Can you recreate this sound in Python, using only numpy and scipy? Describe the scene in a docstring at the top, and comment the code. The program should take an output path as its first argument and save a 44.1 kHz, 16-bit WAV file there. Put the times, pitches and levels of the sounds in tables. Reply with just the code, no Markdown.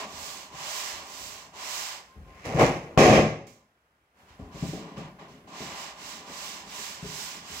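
"""A bare, echoing room: a hand sands a plasterboard wall in long strokes, clicks of grit over a humming board.
In a pause something hollow, likely a stepladder, is dragged in jolts and set down hard, its modes ringing.
Feet and tools thud softly as filtered noise and short rings; a thin tone squeaks over a steady noise floor.
Two microphones facing different ways hear mostly the room; a limiter holds the knock and turns the gain down."""
import sys
import numpy as np
from scipy import signal
from scipy.fft import rfft, irfft, next_fast_len
from scipy.io import wavfile
from scipy.ndimage import uniform_filter1d

SR = 44100
rng = np.random.default_rng(int(sys.argv[2]) if len(sys.argv) > 2 else 0)


def transcribe(signal):
    """Save signal, clipped to [-1, 1], as a 16-bit WAV file at the path in sys.argv[1]."""
    frames = np.atleast_2d(signal).T
    limited = np.clip(frames, -1, 1)
    pcm = np.round(limited * 32767).astype(np.int16)
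    wavfile.write(sys.argv[1], SR, pcm)


def voltage_ratio(level):
    """Linear amplitude factor for a level in decibels (scalar or array-like)."""
    return 10 ** (np.asarray(level, float) / 20)


N = 335160   # samples
SIZE = next_fast_len(N + SR)   # leaves space for the room's tail
HZ = np.maximum(np.arange(SIZE // 2 + 1) * SR / SIZE, 1)

# Levels in the tables are relative: the sources and the mix trim them further.
# Long sanding strokes: start_s, length_s, hiss_db, hum_db (re hiss), pressure_db
STROKES = [(-.14, 0.22, -42, 7, 6), (.03, .49, -42, -3.5, -2.5), (.5, 0.57, -37, -4.5, -1),
           (.97, .54, -43.5, -4.5, -3), (1.52, 0.51, -37, -6, -1.5), (4.5, .37, -48, -1, 1.5),
           (5.5, 0.28, -45.5, 0.5, 4), (5.66, 0.3, -44.5, 1, 3.5), (5.94, 0.32, -44.5, -3.5, 1),
           (6.22, 0.46, -42, -3, 0), (6.63, 0.41, -40.5, -7, -1.5), (6.97, 0.49, -40, -8, -2),
           (7.4, 0.44, -41, -7.5, -1.5)]
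# Brief brushes of the paper, quick to start: start_s, length_s, hiss_db, hum_db (re hiss), pressure_db
BRUSHES = [(3.462, 0.19, -53, -0.5, -7), (4.155, 0.41, -75, 10.5, 6.5), (4.28, 0.12, -68, 8, 10.5),
           (4.385, 0.17, -71, 16, 11), (4.8, 0.25, -64, 15, 12.5), (4.96, 0.16, -60.5, 14, 14.5),
           (5.186, 0.12, -66.5, 19.5, 16), (5.275, 0.17, -64, 3, 6.5), (5.47, 0.19, -59.5, 9.5, 6)]
# Colour of the grit hiss: freq_hz, level_db (per Hz)
GRIT_COLOUR = [(530, -24.5), (900, -4), (1050, -10), (1350, -10), (2010, -4.5), (3010, -5.5), (3360, -8),
               (4260, -5), (7210, -6), (7940, -7.5), (9390, -19.5), (14600, -17.5), (15700, -19)]
# Colour of the board's hum: freq_hz, level_db (per Hz)
BOARD_COLOUR = [(88, -53), (150, -24), (424, -5.5), (483, -10.5), (594, 2.5), (1030, 0), (1310, -13),
                (1600, -26), (2080, -32.5), (3520, -120)]
# Resonances on top of the board's colour: freq_hz, width_hz, boost_db
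BOARD_PEAKS = [(1031, 140, 7), (1156, 51, 10.5), (890, 93, -0.5), (756, 60, 1.5), (604, 53, 0.5),
               (395, 57, 4.5)]
# The frame set down hard: peak_db, clatter_decay_s (fall to 1/e), ring_db (re peak)
KNOCK = (11.5, 0.041, -3.3)
# Dragging the frame, drawn over time: time_s, level_db, rasp_db (re rumble)
DRAG = [(2.2, -71, -20), (2.274, -54, -11), (2.436, -51, -2), (2.456, -32.5, -9), (2.554, -28, -16.5),
        (2.61, -10.5, -15), (2.638, -14.5, -14.5), (2.824, -45.5, -8.5), (2.9, -42.5, -17.5),
        (2.95, -45.5, -20)]
# Blows on the frame: time_s, peak_db, centre_hz, crack_db (re peak)
BLOWS = [(0.003, -34, 597, -2), (0.135, -31, 70, -30), (0.539, -41, 155, -25), (2.164, -48, 83, -35),
         (2.198, -42, 141, -26), (2.454, -39.5, 428, 3.5), (2.545, -16, 153, -23), (2.595, -17, 350, -17),
         (2.629, -16.5, 153.6, -30.5), (2.776, -30, 175, -28), (3.469, -32, 242, -1.5),
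         (4.394, -33.5, 246, -27), (4.544, -33.5, 162, -15), (4.624, -18, 166, -37),
         (4.745, -29.5, 208, -30), (4.979, -28, 163, -16.5), (5.196, -46, 266, -18), (5.312, -42, 167, -23),
         (5.604, -31.5, 208, -24), (7.026, -27.5, 175, -28), (7.044, -25.5, 415, -30),
         (7.058, -35, 149, -28), (7.089, -49, 415, -30)]
# Modes of the hollow frame: mode_hz, level_db, t60_s (before limits and damping)
FRAME_MODES = [(54.5, -15.5, 0.11), (78, -9.5, 0.22), (117, -15.5, 0.098), (152.4, -0.5, 0.36),
               (175, -7.5, 0.42), (208, -4, 0.24), (244, -4.5, 0.46), (299, -16.5, 0.19), (415, -2.5, 0.31),
               (515, -10.5, 0.3), (630, -4.5, 0.46), (732.4, -1, 0.5), (1064, -13, 0.43),
               (1101.4, -9, 0.23), (1890, -21.5, 0.27), (2280, -27, 0.26), (2490, -24.5, 0.43)]
# Colour of the frame's clatter and scrape: freq_hz, level_db (per Hz)
HOLLOW_COLOUR = [(20, -33), (40, -39.5), (110, -9), (150, -13.5), (480, -5), (750, -10), (850, -16),
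                 (1150, -18.5), (1450, -28), (2100, -16.5), (2600, -21), (3300, -32), (6500, -31.5),
                 (9000, -45), (15500, -53)]
# Restless shifting of weight on the floor, drawn over time: time_s, level_db
RESTLESS = [(0, -54), (2.0, -59), (2.1, -75), (2.3, -58), (2.42, -68), (2.46, -110), (4.1, -110),
            (4.19, -67), (4.5, -60), (5.45, -53.5), (5.7, -51.5), (7.6, -50.5)]
# Single shifts of shoe or knee: start_s, peak_db, fade_db_per_s, boom_db (floorboards re peak)
SHIFTS = [(0, -39.5, 103, -17), (.13, -47.5, 76, 1), (.53, -55, 84, -18), (.92, -51, 35, -4),
          (1.181, -68, 54, 16), (1.545, -51, 150, -16), (2.151, -46, 100, 9.5), (4.295, -64, 33, 8),
          (4.388, -35.5, 133, -3), (4.537, -31.5, 268, -11), (4.619, -23.5, 260, -17),
          (4.725, -30, 66, -24), (4.965, -27.5, 163, -18), (5.2, -42.5, 60, -29), (5.31, -49, 280, -24),
          (5.52, -42, 206, -27), (5.599, -32.5, 132, -25), (6.033, -51, 250, 0), (6.165, -48, 200, -15),
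          (6.27, -41, 123, -14), (7.018, -44, 77, -17), (7.048, -49, 395, -4), (7.49, -45.5, 80, -1.5)]
# Colour of the dull contacts on the floor: freq_hz, level_db (per Hz)
DULL_COLOUR = [(59, -40.5), (100, -24.5), (166, -2), (307, -6.5), (343, -11), (420, -6), (469, -15),
               (722, -15.5), (791, -17), (900, -34.5), (1170, -50.5), (1980, -120)]
# Thin faint tones: start_s, length_s, level_db
SQUEAKS = [(2.065, .125, -58.5), (2.245, .18, -56.5)]
# Colour of the steady noise floor: freq_hz, level_db (per Hz)
FLOOR_COLOUR = [(15, -32.5), (25, -16.5), (59, 3.5), (102, -4), (141, -4.5), (326, -8), (695, -6),
                (1290, -11), (2160, -12), (3620, -23), (8000, -29), (16000, -32)]
# Decay of the room: freq_hz, t60_s
ROOM_T60 = [(60, 0.57), (250, 0.51), (1000, 0.47), (3000, 0.47), (8000, 0.43), (15000, 0.32)]
# How alike the two microphones hear: freq_hz, likeness (0-1)
LIKENESS = [(60, .995), (400, .975), (740, .88), (1200, .62), (1800, .55), (2600, .35), (3600, .35),
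            (6000, .17), (12000, .1)]
# Phase by which left leads: freq_hz, lead_rad
LEAD = [(800, 0), (1030, -.2), (1380, -3), (2410, -6.8), (4130, -11.7), (6550, -19), (9300, -26.5),
        (16200, -46.9)]
# Left over right: freq_hz, tilt_db
TILT = [(60, 2), (160, 2), (270, 1.5), (450, 1), (740, 0), (1220, 1.5), (2010, 0), (3330, -3), (5500, -12),
        (9080, -16), (15000, -6.5)]


def rms_one(x):
    """Scale to unit rms."""
    return x / np.sqrt(np.mean(x ** 2) + 1e-20)


def in_time(rows):
    """Draw columns over time; the first, a level, drops to -120 dB outside the table."""
    s, db, *others = np.transpose(rows)
    t = np.arange(N) / SR
    return [np.interp(t, s, db, -120, -120)] + [np.interp(t, s, v) for v in others]


def at_hz(points, hz=HZ):
    """Read a table on a log-frequency axis."""
    f, value = np.transpose(points)
    return np.interp(np.log(hz), np.log(np.maximum(f, 1)), value)


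def progress(start_s, length_s):
    """0 to 1 through an event."""
    return np.clip((np.arange(N) / SR - start_s) / length_s, 0, 1)


def swell(u, peak_share):
    """0 to 1 to 0, between a half sine and a triangle, topping out at the given share of the way."""
    pointed = 0.45   # 0 = lingers at its top, 1 = straight up and down
    top = np.clip(peak_share, .05, .95)
    ramp = np.clip(np.where(u < top, u / top, (1 - u) / (1 - top)), 0, 1)
    return pointed * ramp + (1 - pointed) * np.sin(np.pi / 2 * ramp)


def colour(x, db):
    """Minimum-phase filter with the given dB per bin, so nothing sounds early."""
    cepstrum = irfft(db * np.log(10) / 20, SIZE)
    cepstrum[1:SIZE // 2] *= 2
    cepstrum[SIZE // 2 + 1:] = 0
    response = np.exp(rfft(cepstrum))
    return irfft(rfft(x, SIZE) * response, SIZE)[..., :N]


def grains(per_s, spread_db):
    """Two unrelated trains of random clicks of uneven size; rms 1."""
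    sizes = voltage_ratio(spread_db * np.minimum(rng.exponential(1, (2, N)), 5))
    signs = rng.choice([-1, 1], (2, N))
    return rms_one(sizes * signs * (rng.random((2, N)) < per_s / SR))


def sanding():
    """Grit tears dust off the wall in thousands of clicks a second; the board hums under them."""
    hiss_gain, hum_gain, pressure_db = hand()
    grit = grains(per_s=18000, spread_db=1.53)
    hiss = rms_one(colour(grit, at_hz(GRIT_COLOUR)))
    coarse = signal.sosfiltfilt(signal.butter(2, 3200.0, fs=SR, output="sos"), hiss)
    fine = signal.sosfiltfilt(signal.butter(4, 8600.0, "high", fs=SR, output="sos"), hiss)
    # pressing harder tears coarser chips and muffles the finest hiss
    hiss = hiss + (voltage_ratio(pressure_db) - 1) * coarse + (voltage_ratio(-.55 * pressure_db) - 1) * fine
    peaks_db = sum(db / (1 + ((HZ - hz) / (width / 2)) ** 2) for hz, width, db in BOARD_PEAKS)
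    hum = rms_one(colour(grit[::-1], at_hz(BOARD_COLOUR) + peaks_db))   # the same clicks, sides swapped
    return voltage_ratio(2.5) * (hiss_gain * hiss + voltage_ratio(-3.5) * hum_gain * hum)


def hand():
    """Hiss, hum and pressure follow the paper's speed; overlapping movements add in power."""
    hum_by_speed, turn_press_db = 0.37, 9   # power of speed; extra pressure where the hand turns
    hum_earlier = 0.62   # the board hums most before the paper is at full speed
    hiss, hum, pressed = np.full((3, N), 1e-12)
    # rows, share of the way to the fastest point, power of speed for the hiss
    for rows, peak_share, hiss_by_speed in (STROKES, 0.49, 1.19), (BRUSHES, 0.084, 1.38):
        for start_s, length_s, hiss_db, hum_db, pressure_db in rows:
            u = progress(start_s, length_s)
            speed = swell(u, peak_share)
            hiss_power = (voltage_ratio(hiss_db) * speed ** hiss_by_speed) ** 2
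            hum_shape = swell(u, hum_earlier * peak_share) ** hum_by_speed
            hiss = hiss + hiss_power
            hum = hum + (voltage_ratio(hiss_db + hum_db) * hum_shape) ** 2
            pressed = pressed + hiss_power * (pressure_db + turn_press_db * (1 - speed))
    return np.sqrt(hiss), np.sqrt(hum), pressed / hiss


def knock():
    """The frame is set down hard: a broad clatter fills the room, and every mode rings on."""
    peak_db, clatter_s, ring_db = KNOCK
    force = np.zeros((1, N))
    force[0, round(2.976 * SR)] = voltage_ratio(peak_db)   # lands at 2.976 s
    clatter = signal.fftconvolve(force, burst(clatter_s), axes=1)[:, :N]
    ring = frame(force, ring_share=.95)   # standing free, it keeps most of its decay
    return room(clatter, wet_db=9.5) + voltage_ratio(ring_db) * room(ring, wet_db=-6.0)


def frame(force, ring_share, centre_hz=None, fall_db=6.5):
    """The hollow frame's modes as resonators; given a centre, they weaken by fall_db per octave from it."""
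    out = 0
    for hz, db, t60 in FRAME_MODES:
        radius = voltage_ratio(-60 / (ring_share * np.clip(t60, .05, .55) * SR))
        w = 2 * np.pi * hz / SR
        octaves_away = 0 if centre_hz is None else np.abs(np.log2(hz / centre_hz))
        push = force * voltage_ratio(db - fall_db * octaves_away) + 1e-18
        out = out + signal.lfilter([0, np.sin(w)], [1, -2 * radius * np.cos(w), radius ** 2], push)
    return out


def burst(decay_s):
    """Two unrelated puffs of dying noise with the frame's colour, highest peak 1."""
    puff = rng.standard_normal((2, N)) * np.exp(-np.arange(N) / (decay_s * SR))
    puff = colour(puff, at_hz(HOLLOW_COLOUR))[:, :SR // 2]
    return puff / np.abs(puff).max()


def dragging():
    """The frame's feet stick and slip on the floor: uneven jolts shake it, a rasp rides on top."""
    level_db, rasp_db = in_time(DRAG)
    body = colour(grains(per_s=900, spread_db=0.5), at_hz(HOLLOW_COLOUR))
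    low = signal.sosfilt(signal.butter(4, 1300.0, fs=SR, output="sos"), body)
    high = signal.sosfilt(signal.butter(4, 1300.0, "high", fs=SR, output="sos"), body)
    shaken = rms_one(frame(grains(per_s=250, spread_db=4.5), ring_share=0.25))
    jolts = rms_one(low) + voltage_ratio(-7.0) * shaken
    return voltage_ratio(level_db - 2.5) * (jolts + voltage_ratio(rasp_db + 2.5) * rms_one(high))


def blows():
    """Each blow rings the frame briefly and adds a short broad crack."""
    s, peak_db, centre_hz, crack_db = np.transpose(BLOWS)
    at = np.round(s * SR).astype(int)
    force, centre, cracks = np.zeros(N), np.ones(N), np.zeros((1, N))
    force[at] = voltage_ratio(peak_db)
    centre[at] = centre_hz
    cracks[0, at] = voltage_ratio(peak_db + crack_db)
    soft = np.hanning(round(.0025 * SR))   # padded contact rounds the start
    ring = np.convolve(frame(force, 0.43, centre, fall_db=27.0), soft / soft.sum())[:N]
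    crack = np.diff(burst(0.016))   # hard contact: brighter than the body
    crack = crack / np.abs(crack).max()
    return voltage_ratio(-4.0) * ring + signal.fftconvolve(cracks, crack, axes=1)[:, :N]


def shuffling():
    """Shoes and knees shift on the floor: soft lumpy contacts, and the boards boom below."""
    attack_s = 0.013
    slow = signal.butter(2, 11, fs=SR, output="sos")   # lumps slower than 11 Hz
    lumps = rms_one(signal.sosfilt(slow, rng.standard_normal(N)))
    rumble_power = voltage_ratio(in_time(RESTLESS)[0] + 3.5 * lumps) ** 2   # 3.5 dB rms of unevenness
    boom_power = rumble_power * voltage_ratio(-13.5) ** 2
    for start_s, peak_db, fade_db_s, boom_db in SHIFTS:
        since = np.maximum(np.arange(N) / SR - start_s - attack_s, 0)
        power = (progress(start_s, attack_s) * voltage_ratio(peak_db - fade_db_s * since)) ** 2
        rumble_power = rumble_power + power
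        boom_power = boom_power + power * voltage_ratio(boom_db) ** 2
    rumble = rms_one(colour(grains(per_s=670, spread_db=1.5), at_hz(DULL_COLOUR)))
    boom_band = signal.butter(2, [48.0, 95.0], "band", fs=SR, output="sos")
    boom = rms_one(signal.sosfilt(boom_band, grains(per_s=140, spread_db=1.0)))
    return voltage_ratio(-5.0) * (np.sqrt(rumble_power) * rumble + np.sqrt(boom_power) * boom)


def squeak():
    """A thin sine tone that rises a little in each note."""
    base_hz, rise_hz = 1043, 15
    out = 0
    for start_s, length_s, db in SQUEAKS:
        u = progress(start_s, length_s)
        tone = np.sin(2 * np.pi * np.cumsum(base_hz + rise_hz * u) / SR)
        out = out + np.sqrt(2) * voltage_ratio(db) * np.sqrt(swell(u, peak_share=0.72)) * tone
    return out


def noise_floor():
    """Steady coloured noise, unrelated in its two channels."""
    return voltage_ratio(-61) * rms_one(colour(rng.standard_normal((2, N)), at_hz(FLOOR_COLOUR)))


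def room(x, wet_db):
    """Direct sound plus two unrelated tails of noise, each octave dying at its own rate."""
    t, tail = np.arange(SR) / SR, 0
    for low in 30 * 2. ** np.arange(9):
        band = signal.butter(2, [low, 2 * low], "band", fs=SR, output="sos")
        decay = voltage_ratio(-60 * t / at_hz(ROOM_T60, low * np.sqrt(2)))
        tail = tail + signal.sosfilt(band, rng.standard_normal((2, SR))) * decay
    tail = rms_one(tail * np.minimum(t / 0.0063, 1)) / np.sqrt(SR)   # echoes thicken over the first ms
    return x + voltage_ratio(wet_db) * irfft(rfft(x, SIZE) * rfft(tail, SIZE), SIZE)[:, :N]


def microphones(field):
    """Left hears a share of what right hears, shifted in phase, and is shaded in the treble."""
    a, b = rfft(field, SIZE)
    alike, lead, tilt = np.clip(at_hz(LIKENESS), 0, 1), at_hz(LEAD), voltage_ratio(at_hz(TILT) / 2)
    left = alike * a * np.exp(1j * lead) + np.sqrt(1 - alike ** 2) * b
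    # the pair's sum is equalised flat
    summed = np.sqrt(tilt ** 2 + tilt ** -2 + 2 * alike * np.cos(lead)) / 2
    return irfft(np.array([left * tilt, a / tilt]) / summed, SIZE)[:, :N]


def scene():
    """Rubbing is already diffuse; blows need the room to fill out."""
    rubbing = voltage_ratio(-2.0) * (sanding() + dragging() + shuffling() + squeak())
    field = room(rubbing, wet_db=-8.5) + room(blows(), wet_db=-1.0) + knock() + noise_floor()
    return microphones(field)


def roll_off(x):
    """The treble ends steeply here."""
    return signal.sosfilt(signal.butter(12, 16640, fs=SR, output="sos"), x)


def record(dry):
    """A fast limiter flattens the knock; after any overload the gain stays down a while, then returns."""
    limit_db, release_db_s = -11, 150
    duck_db, hold_s, recover_s = 10, .865, .06
    t = np.arange(N) / SR
    # small capsules lose the deepest bass
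    dry = signal.sosfilt(signal.butter(4, 46.0, "high", fs=SR, output="sos"), dry)
    level_db = 10 * np.log10(uniform_filter1d(np.mean(dry ** 2, axis=0), size=220) + 1e-12)
    over_db = np.maximum(level_db - limit_db, 0)
    # the limiter grabs at once and lets go at a steady rate
    held_db = np.maximum(np.maximum.accumulate(over_db + release_db_s * t) - release_db_s * t, 0)
    last_over_s = np.maximum.accumulate(np.where(over_db > 0, t, -10))
    ducked = np.clip((last_over_s + hold_s + recover_s - t) / recover_s, 0, 1)
    cut_db = uniform_filter1d(np.maximum(held_db, duck_db * ducked), size=150)
    limited = np.clip(dry * voltage_ratio(-cut_db), -1, 1)
    top_cut = signal.ellip(10, .5, 70, 15780, fs=SR, output="sos")   # steep low-pass
    return roll_off(signal.sosfilt(top_cut, limited))


dry = scene()
out = record(dry)
transcribe(out)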